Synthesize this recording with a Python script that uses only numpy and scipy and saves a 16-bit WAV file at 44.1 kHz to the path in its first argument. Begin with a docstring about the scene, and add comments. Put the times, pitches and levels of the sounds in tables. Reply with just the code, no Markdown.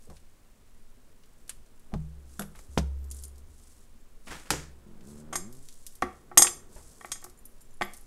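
"""Fingers brush a felt mat in a quiet room, and a tool lands with a soft thump: beadwork, heard up close.
Pliers and beads tick and clack, a hinge squeaks and small charms tinkle. Later a tool scrapes the board
under the felt, a wooden joint creaks, beads knock on the board and a large metal leaf clinks.
Things that ring are sums of fading tones; ticks, thuds and rubbing are shaped noise. The creak is a
quick run of tiny slips, each one knocking the wood."""
import sys
import numpy as np
from scipy import signal
from scipy.fft import rfft, irfft, next_fast_len
from scipy.io import wavfile
from scipy.ndimage import uniform_filter1d

SR = 44100
rng = np.random.default_rng(int(sys.argv[2]) if len(sys.argv) > 2 else 0)


def to_wav(sig):
    """Store sig (one row per channel, or 1-D mono) as 16-bit WAV at the path in sys.argv[1].

    Samples outside -1..1 are clipped; the rate is SR.
    """
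    pcm = np.clip(np.atleast_2d(sig), -1, 1) * 32767
    pcm = np.round(pcm).astype(np.int16)
    wavfile.write(sys.argv[1], SR, pcm.T)  # frames by channels


N = 355622

# A fade_s is the time to fade by 60 dB. A blow's ring_factor multiplies it: smaller is more muffled.
# finger strokes over the felt: start_s, length_s, level_db
STROKES = [(-.02, 0.13, -65.5), (.08, 0.16, -67.5), (1.35, 0.12, -71), (2.222, 0.27, -61.5),
           (2.48, 0.26, -63.5), (2.666, 0.2, -59.5), (3.054, 0.29, -58), (3.376, 0.6, -64.5),
           (4.17, 0.4, -60), (5.018, 0.16, -59.5), (5.113, 0.14, -62), (5.3, 0.82, -62.5),
           (5.86, 0.17, -65), (5.98, 0.33, -70), (6.656, 0.22, -59), (6.698, 0.39, -59),
           (6.92, 0.26, -59.5), (7.351, 0.45, -75), (7.787, 0.35, -64)]
# tone colour of each steady or rubbing noise: pitch_hz, level_db
BRUSH_COLOUR = [(1500, -30), (3000, -14), (5000, -6), (8000, 0), (10500, -4), (13000, -12), (16000, -27)]
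AIR_COLOUR = [(4.7, -38.5), (8.0, 10), (30, -10), (104, -25.5), (179, -32), (238, -22), (287, -33),
              (420, -32.5), (844, -40), (1090, -38.5), (1320, -40.5), (8810, -51.5), (15600, -51)]
MURMUR_COLOUR = [(60, -22.5), (120, 4.5), (240, -5), (400, -1), (700, -12.5), (1500, -16.5), (4000, -47.5)]
RUMBLE_COLOUR = [(20, -2.5), (60, 2.5), (110, -6.5), (200, -29.5), (500, -72.5)]
SCRAPE_COLOUR = [(88, -21), (150, 0), (346, -3.5), (800, -8), (1700, -5.5), (3500, -13.5), (8710, -19),
                 (14000, -32)]
# rise and fall of the room's low murmur: time_s, level_db
MURMUR_LEVELS = [(0.0, -77), (3.16, -62), (3.86, -75.5), (5.32, -56.5), (5.75, -74.5), (6.44, -58.5),
                 (8.06, -71)]
# dull tool thuds, two high ticks, a bright room tail: start_s, level_db, pitch_hz, fade_s, width_octaves
THUDS_AND_TREBLE = [(.073, -55.5, 450, 0.12, 0.43), (.0995, -50.5, 486, 0.18, 0.94),
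                    (1.4945, -30.5, 8500, 0.033, 0.24), (1.494, -42, 2450, 0.087, 1.3),
                    (1.921, -52, 770, 0.15, 0.45), (1.9395, -33, 540, 0.072, 0.72),
                    (2.397, -40, 445, 0.2, 0.65), (2.421, -44.5, 1300, 0.072, 1.2),
                    (2.551, -55.5, 1150, .19, 0.98), (2.59, -48, 825, 0.038, 0.92),
                    (2.776, -23.5, 420, 0.087, 0.88), (2.778, -30, 2780, 0.076, 1.02),
                    (2.7835, -29.5, 5830, 0.022, 0.21), (4.505, -20.5, 850, 0.042, 1.2),
                    (4.508, -32.5, 370, 0.23, 0.44), (4.508, -35.5, 6450, 0.33, 0.34),
                    (4.537, -30, 390, 0.027, 1.7), (5.33, -39.5, 855, 0.18, 1.16),
                    (6.47, -25.5, 1920, 0.047, 0.91), (6.762, -50.5, 640, 0.2, 1.04)]
# pliers, beads and chain touching: start_s, level_db, pitch_hz
TICKS = [(0.0996, -49.5, 5650), (0.1674, -49.5, 3600), (1.2356, -55, 3280), (1.258, -58, 8100),
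         (1.332, -61, 8600), (1.479, -49, 7500), (1.4943, -36, 8100), (1.514, -62, 7540),
         (1.662, -60, 6500), (1.7953, -52.5, 10100), (1.938, -44.5, 3230), (2.3942, -27.5, 11200),
         (2.41, -40, 11000), (2.4195, -35, 11000), (2.5576, -49.5, 6130), (2.5908, -46, 5900),
         (3.043, -50, 9600), (3.1128, -30.5, 9200), (3.237, -31.5, 11700), (3.3583, -56, 6480),
         (3.3812, -50, 8440), (4.2612, -50, 6050), (4.282, -45, 9640), (4.3982, -47, 4170),
         (4.5045, -15, 5630), (5.008, -54, 3230), (5.3557, -27, 6850), (5.5263, -42.5, 10000),
         (5.55, -48, 9500), (5.687, -41.5, 5600), (5.7259, -48, 7900), (5.8659, -31.5, 8600),
         (5.935, -56, 9000), (5.9534, -41, 11800), (6.022, -32, 4500), (6.3747, -5.5, 7000),
         (6.4203, -14, 6650), (7.056, -42, 9210), (7.068, -53, 9000), (7.1176, -27.5, 5430),
         (7.2165, -47, 7500), (7.2419, -32.5, 10900), (7.298, -47, 9200), (7.453, -48.5, 9990),
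         (7.608, -51.5, 9000), (7.732, -60, 6380), (7.812, -42, 6000), (7.8196, -32, 3540),
         (7.9354, -38, 8360), (7.946, -48, 7600)]
# treble lost beside the microphone: pitch_hz, level_db
TREBLE_LOSS = [(9000, -5), (12000, -5), (16000, -27)]
# blows that set each thing ringing: start_s, level_db, pitch_hz, ring_factor
LEG_SWAYS = [(.085, -46.5, 60, 0.25), (1.933, -26.5, 36.4, 0.72), (2.57, -39.5, 32, 0.74),
             (2.69, -41, 70.5, 1), (2.776, -26, 70, 0.7), (4.3, -37, 37, 0.18), (4.505, -31.5, 37.2, 0.49),
             (6.023, -39, 50.3, 0.17), (6.376, -38.5, 31.8, 1), (6.76, -35, 30.6, 0.28)]
TABLE_THUMPS = [(.09, -44.5, 177, 0.53), (1.933, -26, 202, 0.72), (1.955, -25.5, 165, 0.84),
                (2.392, -31, 197, 0.96), (2.773, -17.5, 181.4, 0.44), (4.316, -71, 266, 0.67),
                (4.505, -34, 132, 0.65), (4.537, -35.5, 129, 1), (6.024, -29, 247, 0.92),
                (6.375, -35.5, 201, 1), (7.813, -37.5, 236, 1)]
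PLIER_CLACKS = [(1.4965, -31, 9000, 0.24), (2.3943, -19, 4160, 0.68), (2.41, -25.5, 3000, 0.53),
                (2.42, -34, 2500, 0.4), (2.785, -31, 2900, 1.3)]
CHARM_TINKLES = [(3.103, -38, 7540, 0.1), (3.146, -37, 9100, 0.12), (3.166, -41, 9800, 0.14),
                 (3.197, -41, 8900, 0.13), (3.225, -38, 10700, 0.094), (3.252, -34, 8800, 0.16),
                 (3.281, -40, 9900, .11), (7.375, -55, 8600, .5), (7.389, -49, 9400, .25),
                 (7.393, -58, 12600, .4), (7.454, -37.5, 10500, 0.32), (7.462, -53, 6000, .3),
                 (7.52, -57, 10200, .2), (7.613, -50.5, 8600, 0.56), (7.617, -53, 13040, 0.48),
                 (7.65, -64, 7150, 0.55), (7.707, -59, 7400, .6), (7.71, -62, 12500, .3),
                 (7.74, -52, 8900, 0.28), (7.771, -56, 9040, 0.34), (7.821, -41, 7500, 0.62),
                 (7.826, -44, 11200, 0.74), (7.849, -41, 12700, 0.35), (7.967, -42.5, 10360, 0.4),
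                 (8.01, -47, 11300, 0.27)]
BOARD_KNOCKS = [(5.327, -29, 975, 1), (5.3555, -18, 1320, 0.26), (6.0235, -10.5, 1035, 0.42),
                (6.315, -34, 836, 0.8), (6.3735, -7.5, 1310, 0.39), (6.394, -13.5, 835, 0.3),
                (6.4205, -11.5, 1260, 0.37), (6.445, -20, 1103, 0.57), (7.011, -34.5, 1390, 0.39),
                (7.047, -25, 1300, 0.24), (7.1185, -26.5, 1630, 0.33), (7.156, -36, 1620, 0.31),
                (7.226, -43, 1180, 0.5), (7.246, -33.5, 980, 0.21), (7.265, -41.5, 895, .47),
                (7.812, -13, 1070, 0.24), (7.8205, -9.5, 1550, 0.22)]
LEAF_CLINKS = [(5.3275, -34, 6840, 0.75), (5.356, -21.5, 7160, 0.33), (6.3765, -2.5, 7900, 0.41),
               (6.421, -3, 8030, 0.31), (7.118, -24, 6100, 0.38), (7.156, -48, 8000, 0.26)]
# the tones each thing rings with: pitch_hz, level_db, fade_s
LEG_TONES = [(32, 0, .3), (68.2, 0, 2.3)]
TABLE_TONES = [(138, 0, .4), (157, 0, .55), (200, 0, .3), (262, -4, .15), (335, -6, .12)]
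PLIER_TONES = [(1430, 13, 0.015), (2870, -14, 0.06), (3580, -5, 0.02), (6100, -9, .03), (6860, -8, 0.05),
               (7700, -5, .025), (8760, -4, 0.09), (10450, -8, .035), (11300, -3, 0.045),
               (12700, -8, 0.035)]
CHARM_TONES = [(5300, -4, .1), (6100, -2, .1), (7150, -3, .18), (7450, -2, .12), (8300, -9, .06),
               (9020, 0, .12), (10000, 0, .12), (10900, -9, .05), (11600, -3, .11), (12550, -2, .12),
               (13100, -3, .1), (14100, -2, .1), (14800, -5, .08)]
BOARD_TONES = [(362.5, 7, 0.38), (522, -8, 0.11), (764.6, 0.5, 0.072), (823, -5, 0.12), (1070, -1.5, 0.021),
               (1151, 2.5, 0.069), (1300, -1.5, 0.049), (1496, -3.5, 0.057), (1863, 2.5, 0.059),
               (2050, -10.5, 0.24), (2192, -4.5, 0.092), (3270, -0.5, 0.075)]
# the metal leaf's tones: pitch_hz
LEAF_PITCHES = [3263, 3546, 5042, 5492, 5980, 6392, 6640, 6948, 7401, 7475, 7947, 8142, 8556, 8746, 8850,
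                9040, 9311, 9560, 10278, 10665, 11086, 11364, 11837, 12263, 12645, 13678, 14312, 14958,
                5609, 7300, 8247, 9437, 10440]
# how each of those tones rings: level_db, fade_s
LEAF_RING = [(1.5, 0.087), (-2.5, 0.098), (-6.5, 0.19), (-11.5, 0.2), (-1, 0.13), (-1, 0.3), (-4, 0.45),
             (-6.5, 0.25), (-4, 0.43), (1, 0.083), (-11, 0.11), (-1.5, 0.24), (-12, 0.13), (-11, 0.25),
             (-3, 0.3), (-14, 0.51), (-0.5, 0.2), (-30.5, 0.17), (-16, 0.45), (-14, 0.27), (-26.5, 0.18),
             (-9, 0.27), (-21.5, .2), (-20, 0.12), (-19.5, 0.11), (-15.5, .18), (-20, .15), (-29.5, .15),
             (-11.5, 0.18), (-5, .06), (-18.5, .2), (-15, .13), (-17.5, 0.21)]
# squeak of the pliers' hinge: time_s, pitch_hz, level_db
SQUEAK = [(2.96, 11300, -80), (2.99, 12100, -75), (3.04, 12100, -69), (3.09, 11900, -72)]
# a tool's scraping jerks, then the noisy tail of its landing: start_s, level_db
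SCRAPES_AND_TAIL = [(4.267, -43.5), (4.304, -37.5), (4.345, -75), (4.4, -68), (4.452, -51), (4.509, -34.5)]
# a wooden joint slipping: time_s, slips_per_s, level_db
CREAK = [(4.86, 40.5, -53), (4.93, 44.87, -54.5), (5.0, 53.7, -55.5), (5.08, 71.8, -49.5),
         (5.3, 77.7, -49.5), (5.42, 89.9, -46.5), (5.5, 123.2, -49.5), (5.6, 133.4, -54),
         (5.68, 146.3, -64)]
# tones of the creaking wood: pitch_hz, width_hz, level_db
WOOD_TONES = [(124, 110, -17), (210.6, 44, 7), (339, 44, -1), (636, 900, -2)]
# how long the room echoes: pitch_hz, fade_s
ROOM_FADES = [(150, 0.64), (600, 0.34), (2000, 0.36), (6000, 0.3), (14000, 0.28)]

TIME_S = np.arange(N) / SR
ROCK_DEPTH, ROCK_HZ = .3, 80  # loose pieces rock after a blow, so their ring flutters


def gain_of(db):
    """Turns decibels into a number to multiply by."""
    return 10 ** (np.asarray(db) / 20)


def evened(x):
    """Scales a signal to an average strength (rms) of 1."""
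    return x / np.sqrt(np.mean(x ** 2) + 1e-20)


def at_pitch(points, hz):
    """Looks up a table between its rows, on a scale of octaves."""
    pitches, values = np.transpose(points)
    return np.interp(np.log(hz + 1), np.log(pitches + 1), values)


def over_time(rows):
    """Turns each column after time_s into one value per sample."""
    times, *columns = np.transpose(rows)
    return [np.interp(TIME_S, times, column) for column in columns]


def add(mix, start_s, sound):
    """Mixes a sound in at its start time."""
    part = mix[round(start_s * SR):][:len(sound)]
    part += sound[:len(part)]


def coloured(x, colour):
    """Turns each pitch up or down as the table says."""
    size = next_fast_len(N)
    gains = gain_of(at_pitch(colour, np.fft.rfftfreq(size, 1 / SR)))
    return irfft(rfft(x, size) * gains, size)[:N]


def noise(colour):
    """Noise of strength 1 with the given tone colour."""
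    return evened(coloured(rng.standard_normal(next_fast_len(N)), colour))


def wobble(samples):
    """A random wiggle: more samples make it slower."""
    return evened(uniform_filter1d(rng.standard_normal(N), size=samples))


def hump(hz, centre_hz, octaves):
    """Favours the pitches near a centre pitch."""
    return np.exp(-.5 * (np.log2(hz / centre_hz) / octaves) ** 2)


def bursts(events, rise_s):
    """Short puffs of noise that start with a snap and fade without ringing."""
    out, t = np.zeros(N), np.arange(8192) / SR
    hz = np.fft.rfftfreq(len(t), 1 / SR) + 1
    snap = 1 + 1.9 * np.exp(-t / .00039)  # the first contact is strongest
    onset = 1 - np.exp(-t / rise_s)
    for start_s, level_db, pitch_hz, fade_s, octaves in events:
        puff = evened(irfft(rfft(rng.standard_normal(len(t))) * hump(hz, pitch_hz, octaves)))
        add(out, start_s, gain_of(level_db - 60 * t / fade_s) * puff * snap * onset)
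    return out


def struck(blows, tones, octaves, rise_s, scatter_db=2.5, rock=0):
    """Each blow rings the tones near its pitch, in a slightly different balance every time."""
    out = np.zeros(N)
    hz, tone_db, fade_s = np.transpose(tones)[:, :, None]
    for start_s, level_db, pitch_hz, ring_factor in blows:
        scatter, speed, phase = rng.standard_normal((3, len(tones), 1))
        ring_s = fade_s * ring_factor
        t = np.arange(round(ring_s.max() * SR)) / SR
        share = gain_of(tone_db + scatter_db * scatter) * hump(hz, pitch_hz, octaves)
        flutter = 1 + rock * np.sin(2 * np.pi * (ROCK_HZ * np.exp(speed / 2) * t + phase))
        ring = (share * flutter * gain_of(-60 * t / ring_s) * np.sin(2 * np.pi * hz * t)).sum(0)
        onset = 1 - np.exp(-t / rise_s)
        add(out, start_s, gain_of(level_db) * ring * onset / np.linalg.norm(share))
    return out


def finger_brushing(grain):
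    """Fingers rub the felt; fibres catch and let go, making the hiss grainy."""
    resting_db, grain_db, snaps_per_s = -74.5, 2.4, 59
    power = np.full(N, gain_of(resting_db) ** 2)
    for start_s, length_s, level_db in STROKES:
        progress = np.clip((TIME_S - start_s) / length_s, 0, 1)
        power += (gain_of(level_db) * np.sin(np.pi * progress) ** 2) ** 2
    snaps = rng.random(N) < snaps_per_s / SR  # beads and fibres snap under the fingers
    sizes = gain_of(7 * np.minimum(rng.exponential(1, N), 4))
    grit = gain_of(-16.5) * evened(signal.lfilter([1], [1, -.985], snaps * sizes))
    return np.sqrt(power) * noise(BRUSH_COLOUR) * (gain_of(grain_db * grain) + grit)


def room_air():
    """A faint steady hiss under a low murmur that comes and goes."""
    hiss = gain_of(-48) * noise(AIR_COLOUR)
    return hiss + gain_of(over_time(MURMUR_LEVELS)[0]) * noise(MURMUR_COLOUR)


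def arm_rumble():
    """Arms leaning on the table make a low noise that swells at random."""
    waves = [np.sin(2 * np.pi * (hz * TIME_S + rng.random())) for hz in np.geomspace(.5, 6, num=12)]
    return gain_of(-71 + 6.5 * evened(sum(waves))) * noise(RUMBLE_COLOUR)


def thuds_and_treble():
    """Dull tool thuds, two thin high ticks and a bright fading room tail, all puffs of noise."""
    return bursts(THUDS_AND_TREBLE, rise_s=.0001)


def leg_sways():
    """A bump sets the whole table swaying on its legs."""
    return struck(LEG_SWAYS, LEG_TONES, octaves=.53, rise_s=.00088)


def table_thumps():
    """Tools set down make the table top boom."""
    return struck(TABLE_THUMPS, TABLE_TONES, octaves=.2, rise_s=.0022)


def small_ticks():
    """Pliers, beads and chain tick off to the microphone's side, which dulls the treble."""
    fade_s, octaves = .054, 1
    ticks = bursts([(*tick, fade_s, octaves) for tick in TICKS], rise_s=.00013)
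    return coloured(ticks, TREBLE_LOSS)


def plier_clacks():
    """Pliers slip off a ring, or bounce when laid down."""
    return struck(PLIER_CLACKS, PLIER_TONES, octaves=1.9, rise_s=.00064, rock=ROCK_DEPTH)


def hinge_squeak():
    """The pliers' hinge gives one thin, sliding tone."""
    pitch_hz, level_db = over_time(SQUEAK)
    moving = (TIME_S > SQUEAK[0][0]) & (TIME_S < SQUEAK[-1][0])
    return moving * gain_of(level_db) * np.sin(2 * np.pi * np.cumsum(pitch_hz) / SR)


def charm_tinkles():
    """Small charms and rings touch, ringing differently each time."""
    return struck(CHARM_TINKLES, CHARM_TONES, octaves=.24, rise_s=.00023, scatter_db=4)


def tool_scrape_and_tail(grain):
    """A tool scrapes over rough patches of the board, then its landing leaves a noisy tail."""
    rise_s, fade_db_per_s, grain_db = .0066, 160, 1.4
    power, t = np.zeros(N), np.arange(SR // 2) / SR
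    for start_s, level_db in SCRAPES_AND_TAIL:
        swell = np.minimum(t / rise_s, 1) * gain_of(level_db - fade_db_per_s * t)
        add(power, start_s, swell ** 2)
    return gain_of(grain_db * grain) * np.sqrt(power) * noise(SCRAPE_COLOUR)


def joint_creak():
    """A wooden joint slips faster and faster, a little unevenly; each slip knocks the wood."""
    slips_per_s, level_db = over_time(CREAK)
    count = np.cumsum(slips_per_s * (1 + .004 * wobble(samples=600))) / SR
    moving = (TIME_S > CREAK[0][0]) & (TIME_S < CREAK[-1][0])
    slips = np.diff(np.floor(count), prepend=0) * moving
    t = TIME_S[:4000]
    knock = sum(gain_of(db) * np.exp(-np.pi * width_hz * t) * np.sin(2 * np.pi * hz * t)
                for hz, width_hz, db in WOOD_TONES)
    strength = gain_of(level_db) * np.sqrt(SR / slips_per_s) / np.linalg.norm(knock)
    return signal.oaconvolve(slips * strength, knock)[:N]


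def bead_knocks():
    """Beads knock on the board through the felt."""
    return struck(BOARD_KNOCKS, BOARD_TONES, octaves=.78, rise_s=.00045, rock=ROCK_DEPTH)


def leaf_clinks():
    """The large metal leaf clinks with nearly the same ring each time."""
    tones = np.column_stack([LEAF_PITCHES, LEAF_RING])
    return struck(LEAF_CLINKS, tones, octaves=.83, rise_s=.00058, scatter_db=1.5, rock=ROCK_DEPTH)


def room_echo(x):
    """Many small reflections blur into a tail; low pitches last longest."""
    reflections, slots = np.zeros(SR // 2), np.arange(150, SR // 2 - 20, 20)
    reflections[slots + rng.integers(0, 20, len(slots))] = rng.choice([-1., 1.], len(slots))
    hz, t, bands = signal.stft(reflections, SR, nperseg=256)
    fade = gain_of(-60 * t / at_pitch(ROOM_FADES, hz)[:, None])
    tail = signal.istft(bands * fade, SR, nperseg=256)[1]
    return signal.oaconvolve(x, tail / np.linalg.norm(tail))[:N]


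def scene():
    """Mixes the hits and their echo with the rubbing and the quiet room, in one channel."""
    hits = leaf_clinks() + plier_clacks() + charm_tinkles() + small_ticks() + bead_knocks()
    puffs = thuds_and_treble()
    table = table_thumps() + leg_sways()
    air = room_air()
    echo = room_echo(gain_of(-10.5) * hits + gain_of(-19) * puffs)  # thuds on felt echo little
    joints = hinge_squeak() + joint_creak()
    grain = wobble(samples=150)
    rubbing = finger_brushing(grain) + tool_scrape_and_tail(grain)
    return (hits + puffs + table + air + echo + joints + rubbing + arm_rumble())[None]


def record(dry):
    """Clips anything past full scale, then cuts the very highest treble."""
    low_pass = signal.firwin(511, cutoff=15750, window=("kaiser", 9), fs=SR)
    return signal.oaconvolve(np.clip(dry, -1, 1), low_pass[None], "same")


dry = scene()
out = record(dry)
to_wav(out)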